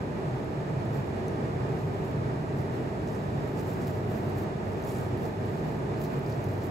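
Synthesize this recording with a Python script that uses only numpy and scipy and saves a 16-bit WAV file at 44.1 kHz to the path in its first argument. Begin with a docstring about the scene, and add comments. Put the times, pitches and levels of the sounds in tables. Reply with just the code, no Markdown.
"""A room air conditioner runs steadily in a kitchen: two close motor hums beat beside steady tones,
turbulent noise shaped by smooth spectra makes the blower's rumble and rush, and a low resonance booms.
Close to the microphone a cook in thin plastic gloves scoops up food and presses it between the palms:
stick-slip snaps and noise make the rustles and swishes, short bursts the crinkles,
and a tick with one decaying mode the light tap on the food tub."""
import sys
import numpy as np
from scipy import signal
from scipy.fft import rfft, irfft, next_fast_len
from scipy.io import wavfile
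from scipy.ndimage import uniform_filter1d

SR = 44100
rng = np.random.default_rng(int(sys.argv[2]) if len(sys.argv) > 2 else 0)


def materialize(psi):
    """Save the field psi as 16-bit PCM at rate SR to the path in sys.argv[1].

    A 1-D psi becomes a single channel; in a 2-D psi each row is a channel.
    """
    bounded = np.clip(np.atleast_2d(psi).T, -1, 1)
    quanta = np.round(bounded * 32767).astype(np.int16)
    wavfile.write(sys.argv[1], SR, quanta)


N = 295847
PADDED = next_fast_len(N, True)
TIME = np.arange(N) / SR  # s
FREQ = np.fft.rfftfreq(PADDED, 1 / SR)  # Hz


def amp(db):
    """Level: converts decibels to an amplitude gain."""
    return 10 ** (np.asarray(db) / 20)


def evened(x):
    """Normalization: scales to rms 1."""
    return x / np.sqrt(np.mean(x ** 2) + 1e-20)


def read(rows):
    """Spectral interpolation: joins points linearly on a log-frequency axis."""
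    hz, value = np.transpose(rows)
    return np.interp(np.log(FREQ + 1), np.log(hz + 1), value)


def follow(rows):
    """Envelope: joins points in time by straight lines, at every sample."""
    return np.interp(TIME, *np.transpose(rows))


def colour(x, gain):
    """Linear filtering: multiplies the spectrum by a gain for each frequency."""
    return irfft(rfft(x, PADDED) * gain, PADDED)[..., :N]


def drift(hz):
    """Slow random fluctuation: noise low-passed at about hz, with rms 1."""
    lowpass = np.exp(-(FREQ / hz) ** 2) * (FREQ > 0)
    return evened(colour(rng.standard_normal(N), lowpass))


def pair(mid, side):
    """Sum and difference: left and right from their common and opposed parts."""
    return np.array([mid + side, mid - side])


def octave_band(hz, centre_hz, octaves):
    """Band-pass: a Gaussian on the octave axis, with its standard deviation in octaves."""
    return np.exp(-.5 * (np.log2(hz / centre_hz) / octaves) ** 2)


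def sides(left_db):
    """Level difference: raises the left by left_db and lowers the right as much."""
    return amp([[left_db], [-left_db]])


def motors(waver_turns=0.034, waver_hz=0.44):
    """Beating: the compressor slips behind the mains, so two close hums interfere; other tones waver in phase."""
    # steady tones of the motors and fan: pitch_hz, level_db (rms)
    steady_tones = [(48.95, -54), (80.92, -56), (97.95, -56), (125.04, -52), (145.98, -50), (187.11, -54),
                    (275.6, -53), (294.27, -57), (376, -54), (407.28, -58), (533.5, -60), (869.5, -64)]
    # level of the compressor's hum, before the shares below: time_s, level_db
    hum_level = [(0.0, -55.5), (2.15, -43.5), (2.9, -53), (3.25, -47.5), (5.15, -43.5), (5.85, -59),
                 (6.6, -41.5)]
    shaft_hz, mains_hz = 97.24, 100.05  # twice the shaft rate and twice the mains rate
    shaft_db, mains_db = 3.5, -1  # shares in the hum
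    beat_crest_s = 4.0  # both hums are in phase here
    start_turns = rng.random()
    hum = np.zeros(N)
    for hz, db in ((shaft_hz, shaft_db), (mains_hz, mains_db)):
        hum += amp(db) * np.cos(2 * np.pi * (hz * (TIME - beat_crest_s) + start_turns))
    hum *= amp(follow(hum_level))
    for hz, db in steady_tones:
        turns = hz * TIME + rng.random() + waver_turns * drift(waver_hz)
        hum += amp(db) * np.cos(2 * np.pi * turns)
    return np.sqrt(2) * hum  # a cosine of rms 1 has a peak of root 2


def blower(flutter_db=0.5, flutter_hz=9, ripple_db=1.1, ripple_hz=8, ripple_from_hz=400):
    """Turbulence and room modes: broadband air noise, partly alike on both sides, with a rippled spectrum."""
    # rumble and rush common to both sides, before lean and ripple: pitch_hz, density_db (per Hz)
    common_air = [(20, -93), (42, -97), (58.6, -65.5), (78, -61), (90, -66), (112, -56.5), (171, -59.5),
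                  (215, -58.5), (265, -62.5), (305, -62), (345, -61), (378, -59), (456, -62.5), (508, -68),
                  (570, -68.5), (625, -64.5), (700, -69), (795, -71), (880, -71.5), (1080, -80),
                  (1260, -78.5), (1350, -84.5), (1650, -82), (1915, -82), (2080, -86.5), (2430, -85.5),
                  (2680, -91), (2830, -90), (3130, -98), (3640, -95), (4380, -97), (5400, -100.5),
                  (6630, -101.5), (7400, -100), (8600, -109), (11500, -108.5), (14000, -121)]
    # the part of the air noise opposed between left and right, shaped by the spacing of
    # the microphone's ports, before lean and ripple: pitch_hz, density_db (per Hz)
    opposed_air = [(20, -112), (42, -106), (58.6, -70.5), (90, -85), (107, -80), (171, -71), (222, -69),
                   (310, -72), (430, -69), (500, -68), (535, -71), (580, -69.5), (760, -71.5), (960, -72.5),
                   (1040, -74), (1180, -77), (1320, -78.5), (1600, -80.3), (1820, -82), (1980, -82.5),
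                   (2200, -87), (2420, -94), (3080, -91), (3600, -96), (4380, -97), (5600, -100),
                   (6630, -110), (8600, -113), (11500, -118), (14000, -125)]
    # balance of the sides: pitch_hz, left_minus_right_db
    air_balance = [(60, 1.5), (99, 0), (160, -3), (270, 1), (450, -2.5), (740, -2.5), (1220, -2.3),
                   (1400, -3.5), (1640, -0.7), (1950, -5.5), (2150, -4), (2450, -3.5), (3330, -3.5),
                   (4100, -0.5), (5500, -1.5), (9080, 1.5), (15000, 1)]
    white = rng.standard_normal((2, N)) * np.sqrt(SR / 2)  # unit power per Hz
    mid = colour(white[0], amp(read(common_air)))
    side = colour(white[1], amp(read(opposed_air)))
    lean = amp(read(air_balance) / 2)
    # standing waves: random ripples about ripple_hz wide, deepening above ripple_from_hz
    ripple_bins = round(ripple_hz / FREQ[1])
    ripple = evened(uniform_filter1d(rng.standard_normal((2, len(FREQ))), size=ripple_bins))
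    room = evened(amp(ripple_db * ripple * FREQ / (FREQ + ripple_from_hz)))
    air = colour(pair(mid, side), room * np.array([lean, 1 / lean]))
    return air * amp(flutter_db * drift(flutter_hz))


def casing(centre_hz=138.6, width_hz=39, level_db=-3.5, side_db=-22, steadiness=0.83):
    """Forced resonance: the blower stirs one broad low mode, whose boom swells and sinks."""
    # level of the boom, before level_db: time_s, level_db
    boom_level = [(0.0, -28.5), (0.13, -45), (0.28, -29.5), (0.52, -40), (0.63, -32.5), (0.98, -32.5),
                  (1.14, -43), (1.5, -31.5), (2.6, -31.5), (2.85, -39.5), (3.35, -31), (3.6, -35),
                  (5.25, -36), (5.4, -51), (5.53, -31), (6.08, -36.5), (6.22, -31), (6.71, -35.5)]
    resonance = 1 / np.sqrt(1 + (2 * (FREQ - centre_hz) / width_hz) ** 4)
    mid, side = evened(colour(rng.standard_normal((2, N)), resonance))
    # partly level the noise's own swells
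    power = abs(uniform_filter1d(mid ** 2, size=7000)) + 1e-6
    mid = evened(mid / power ** (steadiness / 2))
    return pair(mid, amp(side_db) * side) * amp(follow(boom_level) + level_db)


def gloves(level_db=1, slips_per_s=450, fold_octaves=0.47, crackle_share=0.65,
           clump_db=2.5, clump_hz=90, sheen_hz=13700, side_db=-9):
    """Stick-slip friction: film snaps in five bands, with sharper pops and a hiss, all in clumps."""
    # colour of the plastic film: pitch_hz, relative_db (per Hz)
    film_colour = [(1000, -16), (2500, 4), (4500, 7), (5500, 6), (6200, 4), (6900, 7), (7450, 9.5),
                   (8400, -3), (9650, 3), (10200, -3), (11100, 4), (12400, 8), (14000, 7), (15600, 5)]
    slips = np.zeros((2, N))
    for centre_hz in np.geomspace(3500, 14500, num=5):
        snaps = rng.choice([-1, 1], (2, N)) * (rng.random(N) < slips_per_s / SR)
        slips += colour(snaps, octave_band(FREQ + 1, centre_hz, fold_octaves))
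    hiss = rng.standard_normal((2, N))
    friction = evened(slips) + crackle_share * crackle() + hiss
    friction *= amp(clump_db * np.tanh(drift(clump_hz)))
    film = evened(colour(friction, amp(read(film_colour))))
    below = colour(film, .5 - .5 * np.tanh((FREQ - sheen_hz) / 900))
    above = film - below
    body_gain, sheen_gain = rubbing()
    mid, side = below * body_gain + above * sheen_gain
    return pair(mid, amp(side_db) * side) * amp(level_db)


def rubbing(stir_db=-75, stir_sheen_db=-6, stir_wander_db=2, stir_hz=5, crest_share=0.34, width=0.99):
    """Power addition: slides swell and fade over the hands' faint stirring; gains of body and sheen."""
    # slides of the film as the hand moves, levels at the crest before the gloves' common gain:
    # start_s, length_s, level_db, sheen_db (extra)
    slides = [(0.93, 0.075, -61.5, 1), (1.72, 0.21, -67, -5), (2.02, .09, -66, -3), (2.57, .07, -62, -3),
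              (2.71, 0.12, -67, -3), (3.05, 0.17, -65, -4), (3.4, 0.19, -67, -4), (3.57, 0.08, -58, -1),
              (3.635, 0.13, -60, -1), (3.728, 0.043, -61, 2), (3.786, 0.063, -62, -2),
              (3.862, .05, -56.5, 1), (3.92, 0.12, -66, -2), (4.09, 0.13, -60.5, 1), (4.26, .09, -67, 0),
              (4.365, 0.05, -55, 0), (4.403, .04, -60, 2), (4.65, 0.25, -67, -2), (4.85, 0.13, -54.5, -5.5),
              (4.98, 0.12, -64, -2), (5.18, .13, -65.5, 0), (5.238, 0.06, -62, 1), (5.45, 0.22, -66, -2),
              (5.66, 0.091, -64.5, 0), (5.997, 0.076, -58.5, 4), (6.1, 0.093, -67, 3), (6.25, 0.15, -64, 1),
              (6.44, 0.16, -66, 3), (6.625, 0.058, -59, 0)]
    body = amp(stir_db + stir_wander_db * drift(stir_hz)) ** 2
    sheen = body * amp(stir_sheen_db) ** 2
    for start_s, length_s, db, sheen_db in slides:
        past = (TIME - start_s) / length_s - crest_share
        # -1 at the start, 0 at the crest, 1 at the end
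        away = past / np.where(past < 0, crest_share, 1 - crest_share)
        power = amp(db) ** 2 / np.cosh(np.clip(away / width, -20, 20) * np.sqrt(2)) ** 2
        body = body + power
        sheen = sheen + power * amp(sheen_db) ** 2
    return np.sqrt(body), np.sqrt(sheen)


def crackle(pops_per_s=110, spread_db=6.0, fall_s=0.00068):
    """Impulsive release: tiny creases pop at random, each a broadband burst that decays exponentially."""
    pops = rng.random(N) < pops_per_s / SR
    sizes = amp(spread_db * np.minimum(rng.exponential(1, N), 3)) * pops
    bursts = signal.lfilter([1], [1, -np.exp(-1 / (fall_s * SR))], sizes)
    return evened(bursts * rng.standard_normal((2, N)))


def palms(octaves=0.52, grain_db=3, grain_hz=200, side_db=-7, left_db=1):
    """Sliding friction under load: firm pressure swells a full, grainy band of noise."""
    # strokes of palm over palm, level of the common part at full pressure before the side balance:
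    # start_s, length_s, level_db (rms), centre_hz
    palm_strokes = [(3.066, 0.035, -66, 5600), (3.11, 0.065, -62, 5600), (3.556, 0.067, -60, 5600),
                    (3.625, 0.14, -64.5, 6000), (3.786, 0.09, -61, 5940), (4.85, 0.16, -62, 8200),
                    (4.93, 0.18, -67, 6500), (5.21, .07, -65, 5800), (5.568, 0.049, -64, 5200),
                    (6.036, 0.035, -61.5, 4600), (6.28, 0.078, -61, 4600), (6.603, .04, -62, 5000)]
    out = np.zeros((2, N))
    friction = rng.standard_normal((2, N)) * amp(grain_db * drift(grain_hz))
    for start_s, length_s, db, centre_hz in palm_strokes:
        mid, side = evened(colour(friction, octave_band(FREQ + 1, centre_hz, octaves)))
        pressure = np.sin(np.pi * np.clip((TIME - start_s) / length_s, 0, 1))
        out += pair(mid, amp(side_db) * side) * amp(db) * pressure
    return out * sides(left_db)


def crinkles(level_db=-12.0, snap_level_db=-12.0, rise_s=0.00053, fall_s=0.0016, tail_db=-16, tail_s=0.017,
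             octaves=0.38, side_db=-9, snap_hz=12500, snap_octaves=0.33):
    """Buckling: a fold gives way in a short burst with a bright snap, and the walls return a faint tail."""
    # single crinkles of a glove, levels before the common level_db and snap_level_db:
    # start_s, fold_db, left_minus_right_db, centre_hz, snap_db
    fold_events = [(0.4444, -49, -1.0, 4070, -44), (0.852, -47, 0.0, 7000, -42),
                   (2.5852, -43, 0.5, 4850, -50), (3.0749, -39, 0.5, 5600, -56),
                   (3.083, -42, 0.5, 5600, -58), (3.149, -43, 0.5, 6200, -55), (3.574, -41, 2, 5500, -48),
                   (3.8711, -37, -1.0, 4690, -43), (4.168, -38, 4, 4500, -46), (4.2438, -42, 2, 4060, -43),
                   (4.2965, -42, 6, 4570, -38), (4.3733, -45, 1, 5140, -44), (4.7323, -42, 1, 4200, -51),
                   (4.838, -39, 1, 5200, -56), (4.8478, -38, 3, 9500, -39), (4.8817, -38, 0.5, 7000, -43),
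                   (4.981, -48, 1, 7000, -48), (5.0104, -47, 1, 7000, -44), (5.0478, -48, 1, 7000, -43.5),
                   (5.087, -50, 1, 7000, -47), (5.173, -48, 3, 4220, -41), (5.184, -49, 3, 6000, -45),
                   (5.212, -51, 1, 6000, -48), (5.459, -46, 0, 7550, -43), (5.549, -42, 1, 5500, -52),
                   (5.595, -41, 1, 4800, -47), (5.972, -43, 0, 4200, -60), (6.047, -37, 3, 5000, -41),
                   (6.064, -41, 1, 4500, -51), (6.164, -44, 9, 7000, -47), (6.1913, -47, 2.5, 4310, -40),
                   (6.2622, -36, 2.0, 4430, -45), (6.296, -38, 1.5, 5200, -45),
                   (6.3235, -37, 2.5, 4300, -52), (6.4411, -37, 4, 5480, -35),
                   (6.4857, -38, 1.5, 4400, -46), (6.5384, -45, -0.5, 5050, -43),
                   (6.5778, -45, -2, 5150, -41), (6.621, -41, 1, 4600, -54)]
    t = np.arange(4096) / SR
    hz = np.fft.rfftfreq(len(t), 1 / SR) + 1
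    decay = np.exp(-t / fall_s) + amp(tail_db) * np.exp(-t / tail_s)
    shape = (1 - np.exp(-t / rise_s)) * decay
    snap = evened(octave_band(hz, snap_hz, snap_octaves))
    out = np.zeros((2, N + len(t)))
    for start_s, fold_db, pan_db, centre_hz, snap_db in fold_events:
        fold = evened(octave_band(hz, centre_hz, octaves) / (1 + (3500 / hz) ** 4))
        # fold and snap add in power
        band = np.hypot(amp(fold_db + level_db) * fold, amp(snap_db + snap_level_db) * snap)
        mid, side = irfft(rfft(rng.standard_normal((2, len(t)))) * band) * shape
        at = round(start_s * SR)
        out[:, at:at + len(t)] += pair(mid, amp(side_db) * side) * sides(pan_db / 2)
    return out[:, :N]


def tub(tap_s=1.2822, ring_hz=6240, ring_db=-49, ring_t60_s=.018,
        tick_db=-49.0, tick_s=0.00052, tick_hz=6000, left_db=3):
    """Impact and modal decay: a broad tick at the contact, with one short high mode."""
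    t = np.maximum(TIME - tap_s, 0)
    band = (FREQ / tick_hz) ** 6 / (1 + (FREQ / tick_hz) ** 7.7)
    pulse = (t / tick_s) * np.exp(1 - t / tick_s)  # peaks at tick_s
    tick = evened(colour(rng.standard_normal(N), band)) * amp(tick_db) * pulse
    ring = amp(ring_db - 60 * t / ring_t60_s) * np.sin(2 * np.pi * ring_hz * t)
    return (tick + ring) * sides(left_db)


def scene():
    """Superposition: the machine across the room and the hands nearby."""
    machine = motors() + blower() + casing()
    hands = gloves() + palms() + crinkles() + tub()
    return machine + hands


def record(dry, bass_hz=36, edge_hz=15750, fade_s=.004):
    """Band limiting: the microphone sheds the deepest bass; a steep low-pass follows softened ends."""
    highpass = signal.butter(4, bass_hz, "high", fs=SR, output="sos")
    thinned = signal.sosfilt(highpass, dry)
    ends = np.clip(np.minimum(TIME, TIME[-1] - TIME) / fade_s, 0, 1)
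    taps = signal.firwin(801, edge_hz, window=("kaiser", 9), fs=SR)
    return signal.oaconvolve(thinned * ends, taps[None], "same")


dry = scene()
out = record(dry)
materialize(out)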